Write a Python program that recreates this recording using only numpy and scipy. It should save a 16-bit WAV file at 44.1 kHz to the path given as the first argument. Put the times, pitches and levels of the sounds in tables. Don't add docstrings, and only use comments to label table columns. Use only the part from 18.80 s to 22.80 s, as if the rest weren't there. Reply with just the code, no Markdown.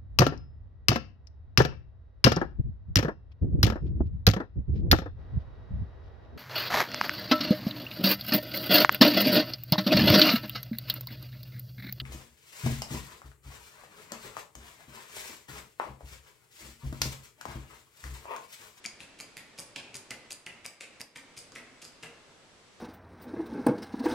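import sys
import numpy as np
from scipy import signal
from scipy.fft import rfft, irfft
from scipy.io import wavfile

SR = 44100
rng = np.random.default_rng(int(sys.argv[2]) if len(sys.argv) > 2 else 0)


def wav_record(signal):
    frames = np.transpose(np.atleast_2d(signal))
    bounded = np.clip(frames, -1, 1)
    quanta = np.round(bounded * 32767).astype(np.int16)
    wavfile.write(sys.argv[1], SR, quanta)


N = 176400
T = np.arange(N) / SR
FREQS = np.maximum(np.fft.rfftfreq(N, 1 / SR), 1)
SIDES = np.array([[1], [-1]])


def undb(db):
    return 10 ** (np.asarray(db) / 20)


def unit(x):
    return x / np.sqrt(np.mean(x ** 2))


def burst(x, seconds=.004):
    return x * np.sqrt(seconds * SR / np.sum(x ** 2))


def curve(points):
    hz, values = np.array(points, float).T
    return np.interp(np.log(FREQS), np.log(hz), values)


def shape(x, gain):
    return irfft(rfft(x) * gain, N)


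def noise(tone):
    return unit(shape(rng.standard_normal(N), undb(curve(tone))))


def stereo_noise(likeness):
    alike = np.clip(curve(likeness), -.98, .98)
    shared = shape(rng.standard_normal(N), np.sqrt((1 + alike) / 2))
    opposite = shape(rng.standard_normal(N), np.sqrt((1 - alike) / 2))
    return shared + SIDES * opposite


def grains(per_second, hiss):
    return rng.standard_normal(N) * ((rng.random(N) < per_second / SR) + hiss)


def fade(t, fade_s):
    return np.exp(-np.log(1000) * t / fade_s)


def pulse(t, rise_s, fade_s):
    return np.minimum(t / rise_s, 1) * fade(t, fade_s)


def contact(t, rise_s):
    return 1 - np.exp(-(t / rise_s) ** 2)


def bell(x, width):
    return np.exp(-.5 * (x / width) ** 2)


def add(out, start, x):
    i = max(int(start * SR), 0)
    out[i:i + len(x)] += x[:N - i]


def snip(x, start, t):
    return x[..., int(start * SR):][..., :len(t)]


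# frequency in Hz, relative level of the hum in dB.
HUM_TONE = [(25, -12), (60, -10.5), (90, -9), (125, -7), (190, -8.5), (280, -7), (520, -7.5), (800, -11),
            (1400, -12), (3900, -15.5), (6900, -20.5), (8000, -23), (11500, -32), (12800, -51),
            (15000, -58)]
# frequency in Hz, how alike the two ears are from 0 to 1.
HUM_LIKENESS = [(30, 0.23), (130, 0.64), (600, 0.57), (2000, 0.17), (8000, 0.056)]
# middle in seconds, width in seconds, change in dB.
RECORDER_DIPS = [(1.64, 0.038, -5), (1.82, 0.031, -1.5), (1.98, 0.063, -7.5), (2.325, 0.066, -7.5)]

def ventilation():
    air = unit(shape(stereo_noise(HUM_LIKENESS), undb(curve(HUM_TONE))))
    whine_hz, width_hz = 7870, 80
    whine_band = 1 / (1 + (2 * (FREQS - whine_hz) / width_hz) ** 2)
    whine = unit(shape(stereo_noise(HUM_LIKENESS), whine_band))
    recorder_db = sum(db * bell(T - middle, width) for middle, width, db in RECORDER_DIPS)
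    return (undb(-58) * air + undb(-78) * whine) * undb(recorder_db)


# landing time in seconds, the brush's head start in seconds, then relative levels
# in dB of the brush, thud, room echo, deep bass and high sizzle.
STEPS = [(0.0544, 0.015, -48.5, -48.5, -7.5, 0, 1.5), (0.205, 0.01, -57, -56, 0.5, -2, 0),
         (0.4, 0.014, -53, -50.5, -4, -2, 5), (0.5683, 0.0033, -64, -56, -2, 0, 9.5),
         (0.785, 0.0099, -52.5, -50, -3.5, 3, 6.5), (0.961, 0.0031, -73, -50, -0.5, 1.5, -4),
         (1.146, 0.0064, -50.5, -50.5, -5, 3, 2.5), (1.3081, 0.0057, -57, -46.5, -5.5, 0, 4),
         (1.509, 0.0061, -50, -53, -8.5, 1, 4.5), (1.665, 0.003, -65, -50, -1.5, -5.5, 3),
         (1.8528, 0.0092, -49, -52, -6.5, -1, 4), (2.0073, 0.0049, -53.5, -54, -1, 0.5, -6),
         (2.2039, 0.007, -49.5, -50, -12.5, 0.5, 6), (2.357, 0.0036, -55.5, -52, -1.5, -2.5, 0),
         (2.5725, 0.0092, -55.5, -60, -2, 6, 4), (2.7204, 0.0023, -65, -54.5, -2, -5, -8),
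         (2.7613, 0.011, -49.5, -52.5, -0.5, -1, 2), (3.025, 0.0098, -53, -56, -1, -0.5, 3.5),
         (3.2309, 0.0053, -52, -48.5, -1.5, -0.5, 0)]
# frequency in Hz, relative level in dB.
BRUSH_TONE = [(400, -23), (1400, -4), (2500, 8.5), (3700, 3), (5000, 3.5), (9500, -2.5), (12500, -12.5),
              (15500, -63)]
THUD_TONE = [(40, -18), (80, -37), (120, 4.5), (190, -6.5), (270, 0), (380, -9), (520, -5.5), (900, -10),
             (1500, -11), (4000, -44)]

def soles():
    brush_level, thud, t = np.zeros(N), np.zeros(N), T[:SR // 5]
    rumble = noise(THUD_TONE)
    for start, lead_s, brush_db, thud_db, *_ in STEPS:
        add(brush_level, start - lead_s, undb(brush_db + 7) * pulse(t, rise_s=.0044, fade_s=.099))
        push = snip(rumble, start, t) * pulse(t, rise_s=.0017, fade_s=.11)
        add(thud, start, undb(thud_db + 1) * burst(push, seconds=.0093))
    friction = unit(shape(grains(per_second=770, hiss=.15), undb(curve(BRUSH_TONE))))
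    return brush_level * friction, thud


# start in seconds, knock pitch in Hz, relative levels of knock and crack in dB,
# the knock's fade time in seconds.
SLAPS = [(0.052, 2306, -32.5, -41, .011), (0.2041, 2590, -44, -47, 0.0084), (0.211, 2420, -60, -49, .006),
         (0.401, 2290, -42.5, -40, 0.01), (0.569, 2450, -39.5, -41, .005), (0.5768, 2030, -45, -47, 0.013),
         (0.7862, 2290, -45, -42, 0.01), (0.9606, 2620, -35, -40.5, 0.0042), (0.9654, 2290, -41, -63, .007),
         (0.9706, 2530, -52, -55, 0.0088), (1.1522, 2280, -42, -39.5, .007),
         (1.307, 2340, -38, -34, 0.0048), (1.3143, 2040, -34, -65, 0.012), (1.5071, 2690, -42, -39, .008),
         (1.663, 2520, -56, -44, .005), (1.6656, 2720, -36.5, -47.5, 0.0046),
         (1.671, 2090, -38.5, -62, 0.01), (1.854, 2330, -36, -44, .009),
         (2.0083, 2450, -38.5, -39.5, .0045), (2.014, 2220, -45, -58, 0.0062),
         (2.0184, 2500, -47, -65, 0.0067), (2.022, 2400, -56, -47.5, .005),
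         (2.2065, 2180, -39.5, -49, 0.0051), (2.3597, 2300, -42.5, -48, 0.0076),
         (2.363, 2100, -44, -49, .006), (2.5678, 2400, -53, -53, .006), (2.5743, 2300, -47.5, -46, .007),
         (2.7205, 1300, -57, -65, 0.0046), (2.7602, 2130, -37.5, -55, 0.0053),
         (3.2324, 2700, -40.5, -54, .011), (3.2375, 2180, -43, -49, .009)]
# multiple of the knock's pitch, relative level in dB, share of its fade time.
KNOCK_NOTES = [(.55, -4, 0.8), (1, 14.5, 1), (1.24, 0, 0.47), (1.62, 1, 0.85)]
# frequency in Hz, relative level of the crack in dB.
SLAP_TONE = [(300, -24), (1200, -12), (2500, -2.5), (4500, 2), (7000, -1), (10300, -5.5), (13000, -16),
             (15500, -11)]

def web_slaps():
    out, t, hiss = np.zeros(N), T[:SR // 20], noise(SLAP_TONE)
    for start, hz, knock_db, crack_db, fade_s in SLAPS:
        ring = sum(undb(db) * np.sin(2 * np.pi * hz * ratio * t) * fade(t, fade_s * share)
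                   for ratio, db, share in KNOCK_NOTES)
        knock = burst(ring * contact(t, rise_s=.00045))
        crack = burst(snip(hiss, start, t) * fade(t, .01) * contact(t, rise_s=.00029))
        add(out, start, undb(knock_db - 3) * knock + undb(crack_db - 2) * crack)
    return out


# start in seconds, relative level in dB, brightest frequency in Hz.
CLICKS = [(0.0603, -30.5, 5600), (0.0663, -47, 5760), (0.4077, -38, 5500), (0.4155, -47.5, 6850),
          (0.7894, -39, 5550), (0.7941, -39, 6900), (0.8007, -41.5, 8400), (0.9606, -41.5, 4300),
          (1.1432, -45.5, 6950), (1.1454, -45, 6600), (1.1552, -39, 6500), (1.1612, -40.5, 6900),
          (1.1674, -40.5, 7360), (1.3054, -45, 6000), (1.3092, -42, 6600), (1.5142, -41, 6200),
          (1.52, -35, 5500), (1.5282, -38.5, 8360), (1.8613, -34, 6470), (2.2074, -45, 5930),
          (2.2138, -34.5, 6000), (2.3715, -47, 6600), (2.5778, -41.5, 5960), (2.582, -47.5, 7200),
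          (2.589, -45, 7600), (2.7199, -50.5, 6100), (3.0188, -52, 6630), (3.0236, -49, 6100),
          (3.0314, -51, 5250), (3.0446, -47, 6500), (3.0503, -43.5, 5940), (3.23, -53, 5900)]
# a claw's ringing pitch in Hz, relative level in dB, fade time in seconds.
CLAW_NOTES = [(4877, 1.5, 0.011), (5340, -6.5, 0.0075), (6950, -2.5, 0.0069), (6514, 1, 0.0052),
              (8030, 0, 0.006), (9190, 0, 0.0056), (9930, -3, 0.0047), (12600, 6.5, 0.0028)]
# frequency in Hz, relative level of the click's wet crack in dB.
CLICK_TONE = [(1000, -8), (4500, 1.5), (7500, 1), (10000, -5), (13000, -5.5), (15500, -4)]

def claw_clicks():
    out, t, hiss = np.zeros(N), T[:SR // 20], noise(CLICK_TONE)
    swell = contact(t, rise_s=.0006)
    for start, db, bright_hz in CLICKS:
        detunes, nudges = rng.standard_normal((2, len(CLAW_NOTES)))
        ring = np.zeros(len(t))
        for (hz, note_db, fade_s), detune, nudge in zip(CLAW_NOTES, detunes, nudges):
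            level = undb(note_db + 1.5 * nudge) * bell(np.log2(hz / bright_hz), width=.39)
            note = np.sin(2 * np.pi * hz * (1 + .01 * detune) * t + np.pi * detune)
            ring += level * note * fade(t, fade_s)
        crack = snip(hiss, start, t) * fade(t, .01)
        add(out, start, undb(db - 2.5) * (burst(ring * swell) + undb(-5) * burst(crack * swell)))
    return out


def step_edges():
    times = np.array(STEPS)[:, 0]
    halfway = (times[1:] + times[:-1]) / 2
    return (SR * np.r_[0, halfway, N / SR]).astype(int)


# frequency in Hz, relative level of the echo's tail in dB, fade time in seconds.
ROOM_BANDS = [(128, -1, 1), (275, 4.5, 1), (400, 3, 1), (480, 6, 1), (1150, 2.5, 0.89), (2200, 0.44, 0.9),
              (3340, 0.1, 0.71), (6500, -0.5, 0.39), (11300, 3, 0.33), (13200, -1, 0.22), (15500, -22, .1)]
# a narrow ring's pitch in Hz, width in Hz, boost in dB.
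ROOM_RINGS = [(1883, 99, 2.5), (4850, 470, 0), (8430, 510, 2)]
# frequency in Hz, how alike the two ears are from 0 to 1.
ROOM_LIKENESS = [(100, 0.99), (500, 1), (2000, 0.6), (8000, 0.025)]
# frequency in Hz, relative level of the wall echoes in dB.
WALL_TONE = [(150, -4.5), (1000, -4), (2600, 2), (4200, -1.5), (5500, -3), (10500, -2), (14000, -4)]

def room(feet):
    out, t = np.zeros((2, N)), T[:SR * 3 // 4]
    wash, early = stereo_noise(ROOM_LIKENESS), stereo_noise(ROOM_LIKENESS)
    rings = 1 + sum((undb(db) - 1) / (1 + 2j * (FREQS - hz) / width) for hz, width, db in ROOM_RINGS)
    arrived = t > .0045
    layers = []
    for hz, db, fade_s in ROOM_BANDS:
        band = curve([(row[0], row[0] == hz) for row in ROOM_BANDS])
        layers.append((shape(wash, rings * band), undb(db) * burst(fade(t, fade_s) * arrived, 1 / SR)))
    walls = shape(stereo_noise(ROOM_LIKENESS), undb(curve(WALL_TONE)))
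    layers.append((walls, undb(-5) * burst(bell(t - .029, width=.0085), 1 / SR)))
    early_level = undb(-9) * burst(fade(t, .23) * arrived, 1 / SR)
    side_level = undb(-12.5) * burst(fade(t, .0025), 1 / SR)
    edges = step_edges()
    for k, (begin, end, (*_, room_db, _, _)) in enumerate(zip(edges, edges[1:], STEPS)):
        place = k * (T[-1] - t[-1]) / len(STEPS)
        tail = undb(room_db) * sum(snip(hiss, place, t) * level for hiss, level in layers)
        near = snip(early, place, t) * early_level + SIDES * rng.standard_normal(len(t)) * side_level
        echoes = signal.fftconvolve(feet[None, begin:end], tail + near, axes=1)
        for ear, echo in zip(out, echoes):
            add(ear, begin / SR, echo)
    return out


# start in seconds, relative level in dB, middle frequency in Hz.
SPREADS = [(0.206, -53, 3020), (0.579, -56, 2940), (0.958, -40.5, 3230), (1.312, -42.5, 1990),
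           (1.669, -61, 2870), (2.011, -47.5, 3030), (2.358, -49, 2850), (2.754, -55, 1850),
           (3.233, -41.5, 2200)]

def web_spreads():
    out, t = np.zeros(N), T[:SR // 5]
    ticks, width_octaves = grains(per_second=1700, hiss=.084), .65
    for start, db, hz in SPREADS:
        patter = unit(shape(ticks, 1 / (1 + (np.log2(FREQS / hz) / width_octaves) ** 2)))
        add(out, start, undb(db) * snip(patter, start, t) * pulse(t, rise_s=.00022, fade_s=.094))
    return out


def per_step(x, band, step_db):
    gain = undb(np.repeat(step_db, np.diff(step_edges())))
    return x + shape(x, band) * (gain - 1)


# frequency in Hz, boost or cut in dB for all foot sounds but the thud.
FOOT_TONE = [(100, -12), (1300, 3), (2300, 0.5), (4000, -1), (10000, 0), (13500, -4.5), (15000, -32)]
# frequency in Hz, how much louder the feet are on the left in dB.
FOOT_PAN = [(300, -2.5), (2300, 0.5), (6000, -2.5), (9000, 7.5), (12500, 4.5)]

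def scene():
    brush, thud = soles()
    *_, deep_db, sizzle_db = np.array(STEPS).T
    taps = shape(web_slaps() + claw_clicks() + web_spreads() + brush, undb(curve(FOOT_TONE)))
    taps = per_step(taps, 1 / (1 + (10400 / FREQS) ** 10), sizzle_db)
    thud = per_step(thud, 1 / (1 + (FREQS / 207) ** 10), deep_db)
    direct = shape(taps + thud, undb(SIDES * curve(FOOT_PAN) / 2))
    return direct + room(taps + undb(2) * thud) + ventilation()


def record(dry):
    return signal.sosfilt(signal.ellip(8, .2, 70, 15700, fs=SR, output="sos"), dry)


dry = scene()
out = record(dry)
wav_record(out)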